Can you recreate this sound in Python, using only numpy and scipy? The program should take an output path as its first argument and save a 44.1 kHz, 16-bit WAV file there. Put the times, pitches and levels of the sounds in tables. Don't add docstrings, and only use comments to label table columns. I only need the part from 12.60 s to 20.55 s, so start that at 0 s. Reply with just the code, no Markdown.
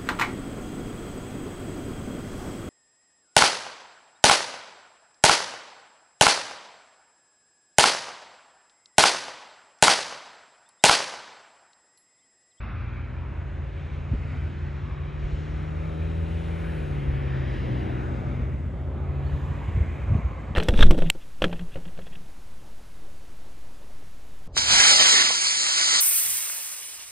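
import sys
import numpy as np
from scipy import signal
from scipy.fft import rfft, irfft, next_fast_len
from scipy.io import wavfile
from scipy.ndimage import uniform_filter1d, map_coordinates

SR = 44100
rng = np.random.default_rng(int(sys.argv[2]) if len(sys.argv) > 2 else 0)


def put_to_file(sound):
    columns = np.atleast_2d(sound).T
    safe = np.clip(columns, -1, 1)
    whole_steps = np.round(safe * 32767)
    wavfile.write(sys.argv[1], SR, whole_steps.astype(np.int16))


N = 350595

PASS_S = 5.375
# time in seconds, side (positive is louder at left, negative at right).
BEARING = [(0, 0.047), (2, 0.36), (3.1, 0.73), (5.3, 0.69), (5.95, 0.23), (6.5, -0.51), (7.95, -0.48)]


def amp(db):
    return 10 ** (np.asarray(db) / 20)


def unit(x):
    return x / np.sqrt(np.mean(x ** 2) + 1e-20)


def clock():
    return np.arange(N) / SR


def curves(rows):
    s, *cols = np.transpose(rows)
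    return [np.interp(clock(), s, c) for c in cols]


def wobble(knots_per_s):
    knots = rng.standard_normal(256)
    coarse_s = clock()[::64]
    curve = map_coordinates(knots, [coarse_s * knots_per_s], mode="wrap")
    return np.interp(clock(), coarse_s, curve)


def bell(s, width_s):
    return np.exp(-.5 * np.minimum(((clock() - s) / width_s) ** 2, 200))


def filtered(x, response):
    m = next_fast_len(N + SR // 2)
    return irfft(rfft(x, m) * response(np.fft.rfftfreq(m, 1 / SR)), m)[..., :N]


def rush(colour, patchy_db):
    z = signal.stft(rng.standard_normal(N), nperseg=1024)[2]
    field = uniform_filter1d(rng.standard_normal(z.shape), size=9, axis=0)
    field = uniform_filter1d(field, size=26, axis=1)
    noise = signal.istft(z * amp(patchy_db * unit(field)), nperseg=1024)[1][:N]
    f, db = np.transpose(colour)
    return unit(filtered(noise, lambda hz: amp(np.interp(np.log(hz + 1), np.log(f), db))))


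def wide(colour, patchy_db, side_db):
    mid = rush(colour, patchy_db)
    side = amp(side_db) * rush(colour, patchy_db)
    return np.array([mid + side, mid - side])


def aside(pair, right_lead_ms, left_db):
    t = clock()
    shift_s = right_lead_ms / 2000
    left = amp(left_db / 2) * np.interp(t - shift_s, t, pair[0])
    right = amp(-left_db / 2) * np.interp(t + shift_s, t, pair[1])
    return np.array([left, right])


def focused(pair, drift, octaves):
    hz, t, z = signal.stft(pair, SR, nperseg=1024)
    s, centre_hz, boost_db = np.transpose(drift)
    offset = np.log2((hz[:, None] + 1) / np.interp(t, s, centre_hz)) / octaves
    gain_db = np.interp(t, s, boost_db) * np.exp(-.5 * offset ** 2)
    return signal.istft(z * amp(gain_db), SR, nperseg=1024)[1][:, :N]


def rotors(blade_hz=28.91, throb=0.08, waver_db=0.5):
    # time in seconds, wash level in dB, tail rotor gain in dB.
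    rotor_level = [(0, -38.5, -3.5), (.7, -39, 0), (1.3, -38, -1), (1.85, -36, 2), (2.3, -37.5, -1.5),
                   (3.1, -36, -2), (3.8, -37, -5.5), (4.25, -35.5, -6), (4.7, -32.5, -6), (5.4, -31.5, -6),
                   (5.9, -33.5, 1), (6.5, -39, 4), (7.05, -34.5, -1.5), (7.4, -33.5, -1), (7.95, -38, -8)]
    # frequency in Hz, relative level in dB per Hz.
    wash_colour = [(15, -31.5), (25, -19.5), (35, -14), (44, -7), (52, 2.5), (68, 1.5), (100, 0), (130, -4),
                   (200, -10), (300, -20), (500, -27.5), (900, -31.5), (2000, -94)]
    # frequency in Hz, rms level in dB (the tail's before its gain).
    main_tones = [(28.91, -55.5), (57.81, -38.5), (86.74, -42.5)]
    tail_tones = [(81.8, -36), (163.6, -56)]
    t = clock()
    wash_level_db, tail_gain_db = curves(rotor_level)

    def tone(hz):
        level = np.sqrt(2) * amp(waver_db * wobble(4.1))
        return level * np.sin(2 * np.pi * (hz * t + rng.random()) + wobble(5) / 10)

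    def drone(rows):
        return sum(amp(db) * tone(hz) for hz, db in rows)

    tones = drone(main_tones) + amp(tail_gain_db) * drone(tail_tones)
    beat = 1 + throb * np.cos(2 * np.pi * blade_hz * t)
    wash = amp(wash_level_db) * beat * wide(wash_colour, patchy_db=1, side_db=-13.5)
    return aside(tones + wash, right_lead_ms=0.51, left_db=0.3)


def turbines(hiss_trim_db=-1.5, fizz_trim_db=-1, flutter_db=0.32):
    # time in seconds, roar level in dB, intake level in dB, hiss level in dB before trim.
    turbine_level = [(0, -46, -60.5, -86.5), (.5, -51.5, -64.5, -79.5), (.8, -50.5, -64.5, -77.5),
                     (1.15, -52.5, -61.5, -75.5), (1.75, -48.5, -59.5, -72), (2, -51.5, -60.5, -74.5),
                     (2.55, -51, -61.5, -76), (2.76, -50.5, -57.5, -68.5), (3.05, -49, -60, -72),
                     (3.35, -48.5, -58.5, -70.5), (3.8, -50, -56.5, -67), (4.25, -47.5, -57, -68),
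                     (4.6, -46, -57, -74.5), (4.95, -47, -51, -69), (5.3, -49, -56, -72),
                     (5.5, -50, -59.5, -68), (5.8, -48.5, -62, -72.5), (6.0, -54.5, -67, -73),
                     (6.3, -56.5, -67.5, -75.5), (6.55, -53.5, -64.5, -75), (6.78, -52.5, -59.5, -67),
                     (7.3, -49.5, -61.5, -68.5), (7.95, -54, -64.5, -72)]
    # time in seconds, fizz level in dB before trim.
    fizz_level = [(0, -99), (.8, -96), (1.7, -84.5), (2.35, -93.5), (3.3, -78), (4.15, -68.5),
                  (4.75, -79.5), (5.1, -75.5), (6.45, -85), (6.75, -77.5), (7.95, -84.5)]
    # frequency in Hz, relative level in dB per Hz.
    roar_colour = [(300, -24), (600, -6), (900, 1), (1150, 0.5), (1500, 4), (2100, 2), (2600, -1),
                   (3000, -19), (3800, -24.5), (6000, -66)]
    intake_colour = [(1800, -28), (2800, 2.5), (3300, -1.5), (3850, -3.5), (4250, -9.5), (5000, -13.5),
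                     (6200, -23.5), (9000, -55)]
    hiss_colour = [(3500, -25.5), (5000, -3), (6500, 2.5), (7300, 0.5), (7900, -1.5), (8300, -3.5),
                   (10000, -24.5)]
    fizz_colour = [(6500, -24), (8400, 4.5), (10000, -1.5), (12300, -3), (13000, -18)]
    # time in seconds, centre in Hz, boost in dB.
    roar_focus = [(0, 1100, 5.5), (.35, 1380, 5), (.7, 1370, 6), (1.1, 1680, 0), (1.7, 2160, 2),
                  (1.95, 1500, -2.5), (2.3, 1130, 10), (2.75, 1239, 0.5), (3.2, 1270, 5), (4.4, 1669, 0.5),
                  (4.7, 1950, 2), (4.95, 1980, 7), (5.15, 2020, 5), (5.5, 2160, 2.5), (6.6, 1778, -1.5),
                  (7.3, 2200, 7), (7.95, 2221, 0.5)]
    edge_focus = [(0, 2920, 3), (.6, 2600, -3), (1.2, 2500, 1), (2.4, 2510, -1.5), (3.3, 2400, -0.5),
                  (3.8, 2429, 4.5), (4.4, 2450, -2.5), (5.0, 2450, 5.5), (5.5, 2450, -1), (6.4, 2450, -2.5),
                  (7.2, 2400, 1), (7.95, 2400, -1)]
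    hiss_focus = [(0, 5300, 0), (1, 5230, 2), (2.7, 5280, 7), (3.8, 5200, -1), (4.95, 4996, 2),
                  (5.5, 5200, -3), (6.2, 5600, -6), (7.95, 5200, -3.5)]
    fizz_focus = [(0, 9000, 8), (2, 9300, 6), (3.4, 9550, 4.5), (4.2, 10000, 2), (5.2, 11300, 5.5),
                  (6.2, 11600, 4), (6.8, 11700, 9.5), (7.95, 11700, 8.5)]

    roar_db, intake_db, hiss_db = curves(turbine_level)
    fizz_db, = curves(fizz_level)
    roar = amp(roar_db) * wide(roar_colour, patchy_db=1.62, side_db=-30.5)
    roar = focused(roar, roar_focus, octaves=0.13)
    roar = focused(roar, edge_focus, octaves=.09)
    intake = amp(intake_db) * wide(intake_colour, patchy_db=1.74, side_db=-19.0)
    hiss = amp(hiss_trim_db + hiss_db) * wide(hiss_colour, patchy_db=1.6, side_db=-27.5)
    hiss = focused(hiss, hiss_focus, octaves=.14)
    fizz = amp(fizz_trim_db + fizz_db) * wide(fizz_colour, patchy_db=1.4, side_db=-8)
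    fizz = focused(fizz, fizz_focus, octaves=.09)
    return (roar + intake + hiss + fizz) * amp(flutter_db * wobble(14))


def engine(cylinders=8, waver_db=2.03):
    # time in seconds, firing rate in Hz, firing note level in dB, half-rate boom level in dB.
    exhaust = [(0, 106.2, -46.5, -47), (.25, 115.3, -38, -51), (.85, 136, -42.5, -45.5),
               (1.35, 141.1, -39, -42), (2.3, 142, -38, -37.5), (3.2, 155.6, -34, -38),
               (3.66, 162.3, -35, -28.5), (4.08, 163.7, -35, -30.5), (4.27, 146.6, -33, -38),
               (4.45, 140, -30.5, -32.5), (4.8, 132.4, -29, -34.5), (5.18, 125.3, -35.5, -36),
               (5.5, 127.4, -33, -37.5), (6.25, 135.2, -39, -37), (6.62, 138.8, -31.5, -32),
               (7.15, 143.5, -43.5, -41.5), (7.95, 150.8, -50, -46.5)]
    # time in seconds, overall overtone level in dB.
    rasp_level = [(0, -67), (.6, -65), (1.2, -66), (2.2, -65), (2.8, -62), (3.4, -57.5), (4.5, -56),
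                  (5, -57), (5.35, -55), (5.7, -60), (6.05, -62.5), (6.5, -59.5), (7, -63.5), (7.95, -66)]
    # multiple of the engine's cycle rate, relative level in dB.
    overtones = [(12, 4), (15, -2), (16, 9), (18, 3.5), (19, -2), (20, 7), (21, -1), (22, 5.5), (23, 1.5),
                 (24, 6), (25, -4), (26, -1), (27, -4), (28, 4), (29, -5.5), (30, -1), (32, -.5),
                 (34, -1.5), (36, -2), (38, -1), (40, -3.5), (44, -4.5), (46, -9)]
    # frequency in Hz, gain in dB.
    tailpipe = [(170, 7), (195, 4), (215, -2), (240, 0), (262, -3), (285, .5), (305, -.5), (328, 2),
                (350, 1), (372, 3), (400, -.5), (430, -1.5), (460, -4), (495, -1.5), (540, 1), (580, 2.5),
                (640, -5), (720, 0), (850, 2)]

    firing_hz, note_db, boom_db = curves(exhaust)
    side, = curves(BEARING)
    rasp_db, = curves(rasp_level)
    firings = np.cumsum(firing_hz) / SR
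    shake_rad = .045 * wobble(18)

    def partial(k):
        return np.sqrt(2) * np.sin(2 * np.pi * (k * firings + rng.random()) + k * shake_rad)

    boom = amp(note_db) * partial(1) + amp(boom_db) * partial(.5)
    rasp = np.zeros(N)
    for multiple, db in overtones:
        k = multiple / cylinders
        pipe_db = np.interp(k * firing_hz, *np.transpose(tailpipe))
        rasp += amp(rasp_db + db + pipe_db + waver_db * wobble(2.884)) * partial(k)
    boom_pair = aside([boom, boom], right_lead_ms=0.68, left_db=1.1)
    return boom_pair + aside([rasp, rasp], right_lead_ms=0.33 + 0.26 * side, left_db=6.9 * side)


def passing(falloff, leaving_db_per_s, dip_db):
    width_s = 0.3
    since_s = clock() - PASS_S
    distance = np.hypot(1, since_s / width_s)
    dip = dip_db * bell(6.06, width_s=0.14)
    return -falloff * 20 * np.log10(distance) + leaving_db_per_s * np.maximum(since_s, 0) - dip


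def tyres(tread_db=-43.5, body_db=-39.5, sing_db=-52.0, sing_after_s=1.97, sing_width_s=0.41):
    # frequency in Hz, relative level in dB per Hz.
    tread_colour = [(200, -29), (400, -1), (550, 7), (750, 3), (1000, 1.5), (1250, -0.5), (1600, -10),
                    (2200, -58)]
    body_colour = [(80, -30), (170, 4), (240, 11), (340, 4), (450, -1), (600, -13.5), (1000, -57.5)]
    sing_colour = [(700, -33), (1050, 6.5), (1250, -1), (1450, -6), (2000, -43.5)]

    side, = curves(BEARING)
    tread_level_db = tread_db + passing(falloff=0.39, leaving_db_per_s=1.1, dip_db=5.6)
    body_level_db = body_db + passing(falloff=0.67, leaving_db_per_s=0.2, dip_db=1.32)
    tread = amp(tread_level_db) * wide(tread_colour, patchy_db=2.0, side_db=-10.0)
    body = amp(body_level_db) * wide(body_colour, patchy_db=1.5, side_db=-23.5)
    sing_swell = amp(sing_db) * bell(PASS_S + sing_after_s, sing_width_s)
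    tread += sing_swell * wide(sing_colour, patchy_db=4.0, side_db=-10)
    tread_pair = aside(tread, right_lead_ms=0.11 + .5 * side, left_db=6.8 * side)
    return tread_pair + aside(body, right_lead_ms=.17 + .07 * side, left_db=4.4 * side)


def puffs(width_cycles=0.55, wake_s=0.011):
    # time in seconds, push level in dB, push frequency in Hz, turbulence level in dB,
    # turbulence width in seconds.
    puff_rows = [(1.522, -16, 101, -26, 0.006), (1.538, -19.5, 185, -34, 0.004),
                 (1.554, -20.5, 55, -37, .012), (1.731, -23.5, 96, -29.5, 0.024),
                 (1.853, -20.5, 75, -40, .012), (2.65, -19.5, 50, -36, 0.0077),
                 (2.74, -20, 56.54, -42, 0.021), (4.487, -20, 62, -46, .015),
                 (6.745, -18.5, 65.26, -31.5, 0.031), (6.91, -21, 96.1, -36, 0.028),
                 (7.086, -20.5, 95, -38, .012), (7.159, -14.5, 68, -35, 0.016),
                 (7.179, -15.5, 88.6, -35, 0.012), (7.216, -9.5, 71.95, -31.5, 0.017),
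                 (7.444, -23.5, 70, -40, .015), (7.486, -25, 90, -35, .008), (7.504, -19, 110, -29.5, 0.02),
                 (7.525, -13.5, 100, -29, 0.014), (7.553, -18, 190, -27, .006),
                 (7.562, -17.5, 85.3, -37, 0.008), (7.589, -19, 135, -27, 0.014),
                 (7.656, -15.5, 70.2, -40, 0.0076), (7.912, -25, 169.4, -36.5, 0.0067)]
    # frequency in Hz, relative level in dB per Hz.
    turbulence_colour = [(20, -14), (60, 7.5), (200, 0.5), (400, -13), (700, -19.5), (1000, -36),
                         (2500, -71)]
    lag_s, ratio, second_db = 0.01302, 1.94, -13.5

    def eddy(s, hz):
        return bell(s, width_cycles / hz) * np.sin(2 * np.pi * hz * (clock() - s))

    push, swell = np.zeros(N), np.zeros(N)
    for s, db, hz, turbulence_db, width_s in puff_rows:
        push += amp(db) * (eddy(s, hz) + amp(second_db) * eddy(s + lag_s, ratio * hz))
        swell += amp(turbulence_db) * bell(s + wake_s, width_s)
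    return push + swell * wide(turbulence_colour, patchy_db=5.5, side_db=-17.0)


def bird():
    # time in seconds, width in seconds, frequency in Hz, rise in Hz per second, peak level in dB.
    chirps = [(6.671, .008, 4330, 5000, -61), (6.703, .009, 4510, 600, -67)]

    def whistle(s, hz, rise_hz_per_s):
        return np.sin(2 * np.pi * np.cumsum(hz + rise_hz_per_s * (clock() - s)) / SR)

    return sum(amp(db) * bell(s, width_s) * whistle(s, hz, rise) for s, width_s, hz, rise, db in chirps)


def scene():
    return rotors() + turbines() + engine() + tyres() + puffs() + bird()


def record(dry, ease_s=.008, bass_cut_hz=24., top_hz=12750):
    # frequency in Hz, phase in radians by which left leads.
    port_phase = [(2000, 0.05), (3200, 0.42), (4500, 0.3), (6000, 0.5), (7750, 0), (8200, 2.5),
                  (9600, 0.83), (10400, 1), (11800, 1.5)]
    t = clock()
    ease = np.sin(np.pi / 2 * np.clip(np.minimum(t, t[-1] - t) / ease_s, 0, 1)) ** 2

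    def port_response(hz):
        lead_rad = np.interp(hz, *np.transpose(port_phase))
        return np.exp(np.outer([.5j, -.5j], lead_rad))

    def band_response(hz):
        return (hz < top_hz) * hz ** 2 / np.sqrt(hz ** 4 + bass_cut_hz ** 4)

    return filtered(filtered(dry * ease, port_response), band_response)


dry = scene()
out = record(dry)
put_to_file(out)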